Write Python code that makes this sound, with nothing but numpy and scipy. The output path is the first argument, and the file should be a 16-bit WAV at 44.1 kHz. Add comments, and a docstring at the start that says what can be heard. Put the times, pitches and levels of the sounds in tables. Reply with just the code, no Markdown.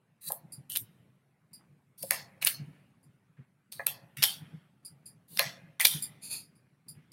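"""Stiff paper cards, shuffled and drawn by hand, close by in a small quiet room.
Each card scrapes along the pack and its edge snaps free in a few clicks; the pack knocks as it lands.
Between draws a thumb brushes the edges, the hands thud softly and sleeves rustle.
The walls add a short bright wash and a faint tail, over low room noise."""
import sys
import numpy as np
from scipy import signal
from scipy.fft import rfft, irfft
from scipy.io import wavfile
from scipy.ndimage import uniform_filter1d

SR = 44100
rng = np.random.default_rng(int(sys.argv[2]) if len(sys.argv) > 2 else 0)


def bounce(signal):
    """Save signal as a 16-bit WAV file at the path given by the first command-line argument."""
    frames = np.transpose(np.atleast_2d(signal))
    limited = np.clip(frames, -1, 1)
    pcm = np.round(limited * 32767).astype(np.int16)
    wavfile.write(sys.argv[1], SR, pcm)


N = 314300
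T = np.arange(N) / SR


def undb(db):
    """Decibels to gain."""
    return 10 ** (np.asarray(db) / 20)


def unit(x):
    """Scale to rms 1."""
    return x / np.sqrt(np.mean(x ** 2) + 1e-30)


def add(out, start_s, x):
    """Mix x into out from start_s on."""
    i = int(round(start_s * SR))
    a, b = max(i, 0), min(i + len(x), len(out))
    if b > a:
        out[a:b] += x[a - i:b - i]


def colour(x, points):
    """Filter x by a curve of (frequency [Hz], level [dB]) points; rms 1."""
    hz, db = np.transpose(points)
    f = np.fft.rfftfreq(len(x), 1 / SR)
    return unit(irfft(rfft(x) * undb(np.interp(np.log(f + 1), np.log(hz), db)), len(x)))


def resonate(x, peaks):
    """Filter x by bell-shaped peaks (centre [Hz], width [Hz], level [dB]); rms 1."""
    f = np.fft.rfftfreq(len(x), 1 / SR)
    gain = sum(undb(db) * np.exp(-2 * ((f - hz) / width) ** 2) for hz, width, db in peaks)
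    return unit(irfft(rfft(x) * gain, len(x)))


def ring(x, hz, q):
    """One damped resonance; rms 1."""
    return unit(signal.lfilter(*signal.iirpeak(min(hz, .45 * SR), max(q, .5), fs=SR), x))


def stroke(t, rise_s, fade_s, fade_shape=1.62, rise_shape=20.0):
    """Speed of a hand movement, peak at t = 0; a higher shape gives a steeper flank."""
    before = np.maximum(-t, 0) / max(rise_s, 1e-5)
    after = np.maximum(t, 0) / max(fade_s, 1e-5)
    return np.exp(-before ** rise_shape - after ** fade_shape)


def waver(x):
    """Each narrow band of x flickers in level."""
    bands = signal.stft(x, nperseg=512)[2]
    drift = uniform_filter1d(rng.standard_normal(bands.shape), 9, axis=1)
    drift = uniform_filter1d(drift, 3, axis=0)
    return signal.istft(bands * undb(3 * unit(drift) - 1), nperseg=512)[1][:N]


def arm_effort(follow=.23, lag_s=.2, rise_s=.17, fade_s=.33, rest_db=-14.5, brush_db=-1):
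    """Arm motion: a swell with each draw and brush, larger for firm ones."""
    top_draw_db = max(db for *_, db, _ in CARD_DRAWS)
    top_brush_db = max(db for _, _, db, _ in THUMB_BRUSHES)
    draws = np.max([undb(follow * (db - top_draw_db)) * stroke(T - at_s - lag_s, rise_s, fade_s)
                    for at_s, *_, db, _ in CARD_DRAWS], axis=0)
    brushes = np.max([undb(follow * (db - top_brush_db)) * stroke(T - at_s, .024, fade_s)
                      for at_s, _, db, _ in THUMB_BRUSHES], axis=0)
    return np.sqrt(undb(rest_db) ** 2 + draws ** 2 + (undb(brush_db) * brushes) ** 2)


# Air and cloth spectrum (frequency [Hz], level [dB])
AIR_SPECTRUM = [(60, -13), (300, 0), (600, -0.5), (1200, -4), (2200, -5), (3500, -15), (6500, -22),
                (10500, -16.5), (15000, -26)]
def room_air(air_db=-80, cloth_db=-70):
    """Dull, wavering room noise; clothing stirs as the arms move."""
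    level = np.hypot(undb(air_db), undb(cloth_db) * arm_effort())
    return level * waver(colour(rng.standard_normal(N), AIR_SPECTRUM))


# Handling rumble spectrum (frequency [Hz], level [dB])
RUMBLE_SPECTRUM = [(25, -31), (50, -29), (85, -12.5), (120, -2.5), (150, 1), (200, -5), (300, -14),
                   (500, -27.5), (1500, -64.5)]
def handling(rumble_db=-59, bump_db=-52.5, scatter_db=3, bump_hz=148, bumps=40):
    """Rumble and stray bumps of the hands, scaled by arm effort."""
    effort = arm_effort()
    out = undb(rumble_db) * effort * colour(rng.standard_normal(N), RUMBLE_SPECTRUM)
    for k, (strength, stiffness) in enumerate(rng.standard_normal((bumps, 2))):
        i = int((k + rng.random()) * N / bumps)
        gain = effort[i] * undb(bump_db + scatter_db * strength)
        add_thud(out, T[i], gain, bump_hz * np.exp(.15 * stiffness))
    return out


def add_thud(out, at_s, gain, hz, rub_db=-9):
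    """One hand contact: a few low cycles, roughened by rubbing skin."""
    t = T[:SR // 4] - .1
    press = stroke(t, .015, .02, fade_shape=1.3, rise_shape=2)
    tone = np.sin(2 * np.pi * (hz * t + rng.random()))
    rub = undb(rub_db) * colour(rng.standard_normal(len(t)), RUMBLE_SPECTRUM)
    add(out, at_s + t[0], gain * press * (tone + rub))


def fibres(size, grain_db, hold_samples=22):
    """Friction noise: the level jumps as fibres catch and slip."""
    catch = np.repeat(rng.standard_normal(size // hold_samples + 1), hold_samples)[:size]
    return unit(rng.standard_normal(size) * undb(grain_db * catch))


def grip(x, depth_db, spacing_hz):
    """Each grip gives the card new broad resonances and gaps."""
    f = np.fft.rfftfreq(len(x), 1 / SR)
    levels = np.clip(rng.standard_normal(256), -2, 2)
    db = depth_db * np.interp(f / spacing_hz, np.arange(len(levels)), levels)
    return unit(irfft(rfft(x) * undb(db), len(x)))


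# Paper hiss spectrum (frequency [Hz], level [dB])
HISS_SPECTRUM = [(200, -69), (1500, -35), (5000, -23.5), (7800, -10), (9200, 1), (11000, -1), (13000, -0.5),
                 (15500, -6.5), (17000, -13)]
def hiss(size):
    """Paper fibres sliding over each other; rms 1."""
    return grip(colour(fibres(size, grain_db=2.5), HISS_SPECTRUM), depth_db=2, spacing_hz=350)


# Card rasp spectrum (frequency [Hz], level [dB])
RASP_SPECTRUM = [(60, -66), (350, -15.5), (650, -10), (1300, -5.5), (2000, -4), (4800, 0.5), (6200, -3.5),
                 (8000, -10.5), (14000, -30)]
def rasp(size, hz, q, broad_db=-4):
    """A dragged card rasps at its own pitch; rms 1."""
    drag = grip(colour(fibres(size, grain_db=4), RASP_SPECTRUM), depth_db=5, spacing_hz=220)
    return unit(ring(drag, hz, q) + undb(broad_db) * drag)


# Coast after release (delay [s], rise [s], fade [s], drop from run-off rasp [dB], pitch [Hz])
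CARD_COAST = (0.086, .06, 0.049, 15, 4500)
# Draws (start [s], pull length [s], pull swell [dB], pull hiss [dB], pull rasp [dB], pull pitch [Hz],
# run-off fade [s], run-off hiss [dB], run-off rasp [dB], run-off pitch [Hz])
CARD_DRAWS = [(0.207, .082, 24, -47.5, -56, 3900, 0.016, -44, -61.5, 3670),
              (0.695, 0.047, -2, -41, -51, 3130, 0.029, -46.5, -59, 3000),
              (1.976, .13, 1.5, -50.5, -62, 4600, 0.056, -45, -36.5, 1780),
              (2.412, 0.047, -5, -48, -42, 2100, 0.035, -32, -37, 2020),
              (3.717, .148, -24, -60.5, -63, 4150, 0.044, -46.5, -44.5, 2498),
              (4.167, .06, -5, -51.5, -48.5, 1857, .07, -36.5, -35, 3453),
              (5.277, .109, 20.5, -53.5, -64.5, 4080, 0.078, -51.5, -35, 2056),
              (5.8, 0.041, -10, -32.5, -32, 1932, 0.095, -32.5, -34.5, 3530)]
def card_slides(grip_s=.008, let_go_s=.005, run_peak_s=.017, held_q=9.9, free_q=8):
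    """A card is pulled free (t = 0), runs off over the pack and coasts to rest on its edge."""
    out, size = np.zeros(N), 24576
    t = (np.arange(size) - size // 3) / SR
    coast_s, coast_rise_s, coast_fade_s, drop_db, coast_hz = CARD_COAST
    for (start_s, pull_s, swell_db, pull_hiss_db, pull_rasp_db, pull_hz,
         fade_s, hiss_db, rasp_db, run_hz) in CARD_DRAWS:
        held = np.clip((t + pull_s) / grip_s, 0, 1) * np.clip(1 - t / let_go_s, 0, 1)
        force = held * undb(swell_db * (np.clip(t / pull_s, -1, 0) + .5))
        pull = undb(pull_hiss_db) * hiss(size) + undb(pull_rasp_db) * rasp(size, pull_hz, held_q)
        run_speed = stroke(t - run_peak_s, run_peak_s, fade_s)
        run_off = undb(hiss_db) * hiss(size) + undb(rasp_db) * rasp(size, run_hz, free_q)
        coast_speed = stroke(t - coast_s, coast_rise_s, coast_fade_s)
        coast = undb(rasp_db - drop_db) * rasp(size, coast_hz, free_q)
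        add(out, start_s + pull_s + t[0], force * pull + run_speed * run_off + coast_speed * coast)
    return out


# Pack modes (frequency [Hz], level [dB], t60 [s])
PACK_MODES = [(543, -4.5, 0.1), (706, -4, 0.053), (840, -5, 0.061), (1037, -4.5, 0.028), (1250, -10.5, .04),
              (1681, -3.5, 0.12), (1834, -3.5, .05), (1980, -9, .04), (2010, 0, .04), (2430, -4, .04)]
# Pack landings (time [s], level [dB], mode cutoff [Hz], low-mode boost [dB], settling [s])
PACK_KNOCKS = [(.301, -33, 1100, -2, 0.029), (2.035, -34, 590, 7, .008), (2.108, -32.5, 2100, 0, 0.048),
               (2.424, -40.5, 1400, -19.5, 0.016), (3.795, -29.5, 2300, 0.5, 0.018),
               (3.867, -45, 1950, 6, 0.091), (4.235, -37.5, 2212, -11.5, 0.023),
               (5.394, -23, 2218, -4.5, 0.033), (5.799, -52.5, 1435, -12, 0.036)]
def pack_knocks(detune=.009, scatter_db=1, gain_db=3, loose_db=-9.5, attack_s=.0017):
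    """The pack rings and loose cards clatter; a softer contact omits the upper modes."""
    out, t = np.zeros(N), T[:SR // 4]
    hz, mode_db, t60_s = np.transpose(PACK_MODES)
    decays = np.exp(-np.log(1000) * t / t60_s[:, None])
    attack = 1 - np.exp(-t / attack_s)
    for at_s, blow_db, cutoff_hz, boost_db, settle_s in PACK_KNOCKS:
        bend, strength, phase = rng.standard_normal((3, len(hz)))
        gain = undb(mode_db + scatter_db * strength + boost_db * (hz[0] / hz) ** 2)
        gain /= np.sqrt(1 + (hz / cutoff_hz) ** 10)
        waves = np.sin(2 * np.pi * (np.outer(hz * (1 + detune * bend), t) + phase[:, None]))
        modes = gain / np.linalg.norm(gain) @ (waves * decays)
        peaks = [(f, 160, db) for f, db in zip(hz, 20 * np.log10(gain))]
        clatter = undb(loose_db) * resonate(rng.standard_normal(len(t)), peaks) * np.exp(-t / settle_s)
        add(out, at_s, undb(blow_db + gain_db) * attack * (modes + clatter))
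    return out


# Edge releases (time [s], tick [dB], flex [dB], flex pitch [Hz], lesser catches each side [count])
EDGE_SNAPS = [(.3211, -21, -47, 3100, 0), (.7, -31, -49, 3200, 0), (.721, -35, -39, 3700, 0),
              (.7605, -24, -26, 3300, 1), (.7722, -17, -29, 3900, 0), (2.03, -28, -40, 5300, 1),
              (2.1092, -14, -20, 2200, 0), (2.4264, -30, -27, 2400, 1), (2.4494, -14, -37, 4600, 0),
              (2.4724, -15, -17, 2500, 2), (3.7245, -37, -42, 4000, 1), (3.868, -14, -27, 2400, 0),
              (4.172, -39, -42, 1800, 0), (4.2291, -21, -16, 3200, 1), (4.2389, -12.5, -14.5, 3600, 3),
              (5.374, -30, -28, 3600, 0), (5.3941, -16, -14, 2400, 0), (5.7994, -26, -25, 2000, 0),
              (5.8122, -21, -27, 2900, 0), (5.8519, -12, -12, 3400, 0), (5.8542, -12, -12, 3400, 1),
              (5.8705, -16, -23, 3900, 0)]
def edge_snaps(gain_db=1.5, flex_q=2.8, chatter_db=-20, broad_db=-1.5,
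               gap_s=.0043, gap_scatter=.15, catch_loss_db=7.5):
    """An edge slips off: a tick, a flex of the card, some chatter; it may catch several times."""
    out, size = np.zeros(N), 1024
    t = (np.arange(size) - size // 2) / SR
    gain = undb(gain_db) * np.sqrt(SR / 1000 / size)  # energy referred to 1 ms
    chatter = undb(chatter_db) * stroke(t, .0039, .004)
    release = stroke(t, .0004, .0005) + chatter
    bend = stroke(t, .0005, .0009) + chatter
    for at_s, tick_db, flex_db, hz, catches in EDGE_SNAPS:
        for k in range(-catches, catches + 1):
            tick = colour(rng.standard_normal(size) * release, HISS_SPECTRUM)
            push = colour(rng.standard_normal(size) * bend, RASP_SPECTRUM)
            push = grip(push, depth_db=3, spacing_hz=600)
            flex = unit(ring(push, hz, flex_q) + undb(broad_db) * push)
            click = gain * (undb(tick_db) * tick + undb(flex_db) * flex)
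            offset_s = k * gap_s * (1 + gap_scatter * rng.standard_normal())
            add(out, at_s + offset_s + t[0], undb(-catch_loss_db * abs(k)) * click)
    return out


# Firm hand contacts (time [s], level [dB], pitch [Hz])
HAND_THUDS = [(.45, -45, 158), (.594, -40, 131), (0.825, -42.5, 116), (2.603, -37.5, 154),
              (2.627, -34.5, 138), (2.691, -38, 152), (3.068, -49.5, 149), (3.402, -41, 136.6),
              (4.194, -36, 138), (4.429, -38, 156), (4.545, -34.5, 155.5), (5.471, -40.5, 141),
              (5.962, -31, 148.6), (6.98, -44.5, 149.5)]
def hand_thuds(gain_db=-3):
    """The hands thud dully between and during draws."""
    out = np.zeros(N)
    for at_s, db, hz in HAND_THUDS:
        add_thud(out, at_s, undb(db + gain_db), hz)
    return out


# Card edge resonances (centre [Hz], width [Hz], level [dB])
EDGE_PEAKS = [(7305, 310, -9.5), (8880, 640, -7.5), (10170, 1100, -3), (12800, 3000, -14.5)]
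# Card face resonances (centre [Hz], width [Hz], level [dB])
FACE_PEAKS = [(2510, 270, 7), (3700, 560, -2.5), (4450, 330, 13.5), (6660, 600, 0.5), (3930, 11000, -9.5),
              (520, 700, -16)]
# Thumb strokes (time [s], rise [s], level [dB], relative edge tone [dB])
THUMB_BRUSHES = [(.524, 0.0025, -44, -9.5), (1.534, 0.0021, -51, -1.5), (3.032, 0.0026, -68, -12),
                 (4.853, 0.0038, -46, -6), (5.063, 0.0055, -49.5, -9.5), (6.024, 0.0016, -32, -11.5),
                 (6.25, .026, -46, -12), (6.329, 0.027, -38.5, -10.5), (6.558, 0.0045, -70, -5),
                 (6.886, 0.003, -45.5, -8), (7.121, 0.0023, -46.5, -4)]
def thumb_brushes(tone_hz=4840, tone_gain_db=-.5, linger=1.3, min_fade_s=.024, full_face_s=.045):
    """Skin on the edges: a 'tss' with a lingering tone; slower strokes rub more of the face."""
    out, size = np.zeros(N), 24576
    t = (np.arange(size) - size // 3) / SR
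    tone_peaks = [(tone_hz, 290, 0), (tone_hz, 1100, -19)]
    for at_s, rise_s, db, tone_db in THUMB_BRUSHES:
        edges, tone, face = (resonate(fibres(size, grain_db=2), peaks)
                             for peaks in (EDGE_PEAKS, tone_peaks, FACE_PEAKS))
        edges = grip(edges, depth_db=3, spacing_hz=250)
        fade_s = min_fade_s + 1.3 * rise_s
        rub = stroke(t, rise_s, fade_s, rise_shape=3.14) * (edges + rise_s / full_face_s * face)
        sing = stroke(t, rise_s, linger * fade_s, rise_shape=3.14) * tone
        add(out, at_s + t[0], undb(db) * (rub + undb(tone_db + tone_gain_db) * sing))
    return out


# Sleeve movements (time [s], rise [s], fade [s], level [dB], centre [Hz])
SLEEVE_RUSTLES = [(1.62, 0.031, 0.042, -72.5, 1174), (2.8, 0.055, 0.056, -72.5, 2170),
                  (3.41, 0.044, 0.048, -72, 1870), (4.49, 0.087, 0.21, -70.5, 1480),
                  (7.0, 0.056, 0.089, -73, 2300)]
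def sleeve_rustles():
    """Cloth shifts with the arms: a short dull rustle."""
    out, size = np.zeros(N), 16384
    t = (np.arange(size) - size // 2) / SR
    for at_s, rise_s, fade_s, db, hz in SLEEVE_RUSTLES:
        cloth = ring(colour(fibres(size, grain_db=3), AIR_SPECTRUM), hz, q=1.24)
        add(out, at_s + t[0], undb(db) * stroke(t, rise_s, fade_s) * cloth)
    return out


# Reverb tail spectrum (frequency [Hz], level [dB])
TAIL_SPECTRUM = [(100, 13.5), (700, 14), (2200, 3), (4800, -11.5), (7000, -15), (10000, -14.5),
                 (15000, -21)]
def wall_reflections(x, treble_db=-10, treble_fade_s=.036, body_db=-15, body_fade_s=.018,
                     split_hz=6000, tail_db=-25, tail_t60_s=.84, tail_rise_s=.078):
    """Dense, bright reflections off near walls, then a faint tail; both waver."""
    t = T[:2 * SR]
    early = 0
    for side, db, fade_s in (("high", treble_db, treble_fade_s), ("low", body_db, body_fade_s)):
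        crossover = signal.butter(4, split_hz, side, fs=SR, output="sos")
        band = signal.sosfilt(crossover, rng.standard_normal(len(t)))
        early += undb(db) * unit(band * stroke(t - .008, .0036, fade_s))
    envelope = np.exp(-np.log(1000) * t / tail_t60_s) * (1 - np.exp(-t / tail_rise_s))
    tail = envelope * colour(rng.standard_normal(len(t)), TAIL_SPECTRUM)
    response = (early + undb(tail_db) * unit(tail)) / np.sqrt(len(t))
    return waver(signal.fftconvolve(x, response)[:N])


def scene(cupped_db=-4):
    """Cards, reflections, hands, sleeves and air; mono."""
    exposed = edge_snaps() + waver(card_slides())
    cupped = pack_knocks() + thumb_brushes()  # the hands shield these from the walls
    walls = wall_reflections(exposed + undb(cupped_db) * cupped)
    hands = handling() + hand_thuds()
    return (exposed + cupped + walls + hands + sleeve_rustles() + room_air())[None]


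def record(dry, low_cut_hz=45, top_hz=15900):
    """Clip at full scale, thin the deep bass, cut the top."""
    highpass = signal.butter(2, low_cut_hz, "high", fs=SR, output="sos")
    lowpass = signal.ellip(8, .2, 70, top_hz, fs=SR, output="sos")
    return signal.sosfilt(lowpass, signal.sosfilt(highpass, np.clip(dry, -1, 1)))


dry = scene()
out = record(dry)
bounce(out)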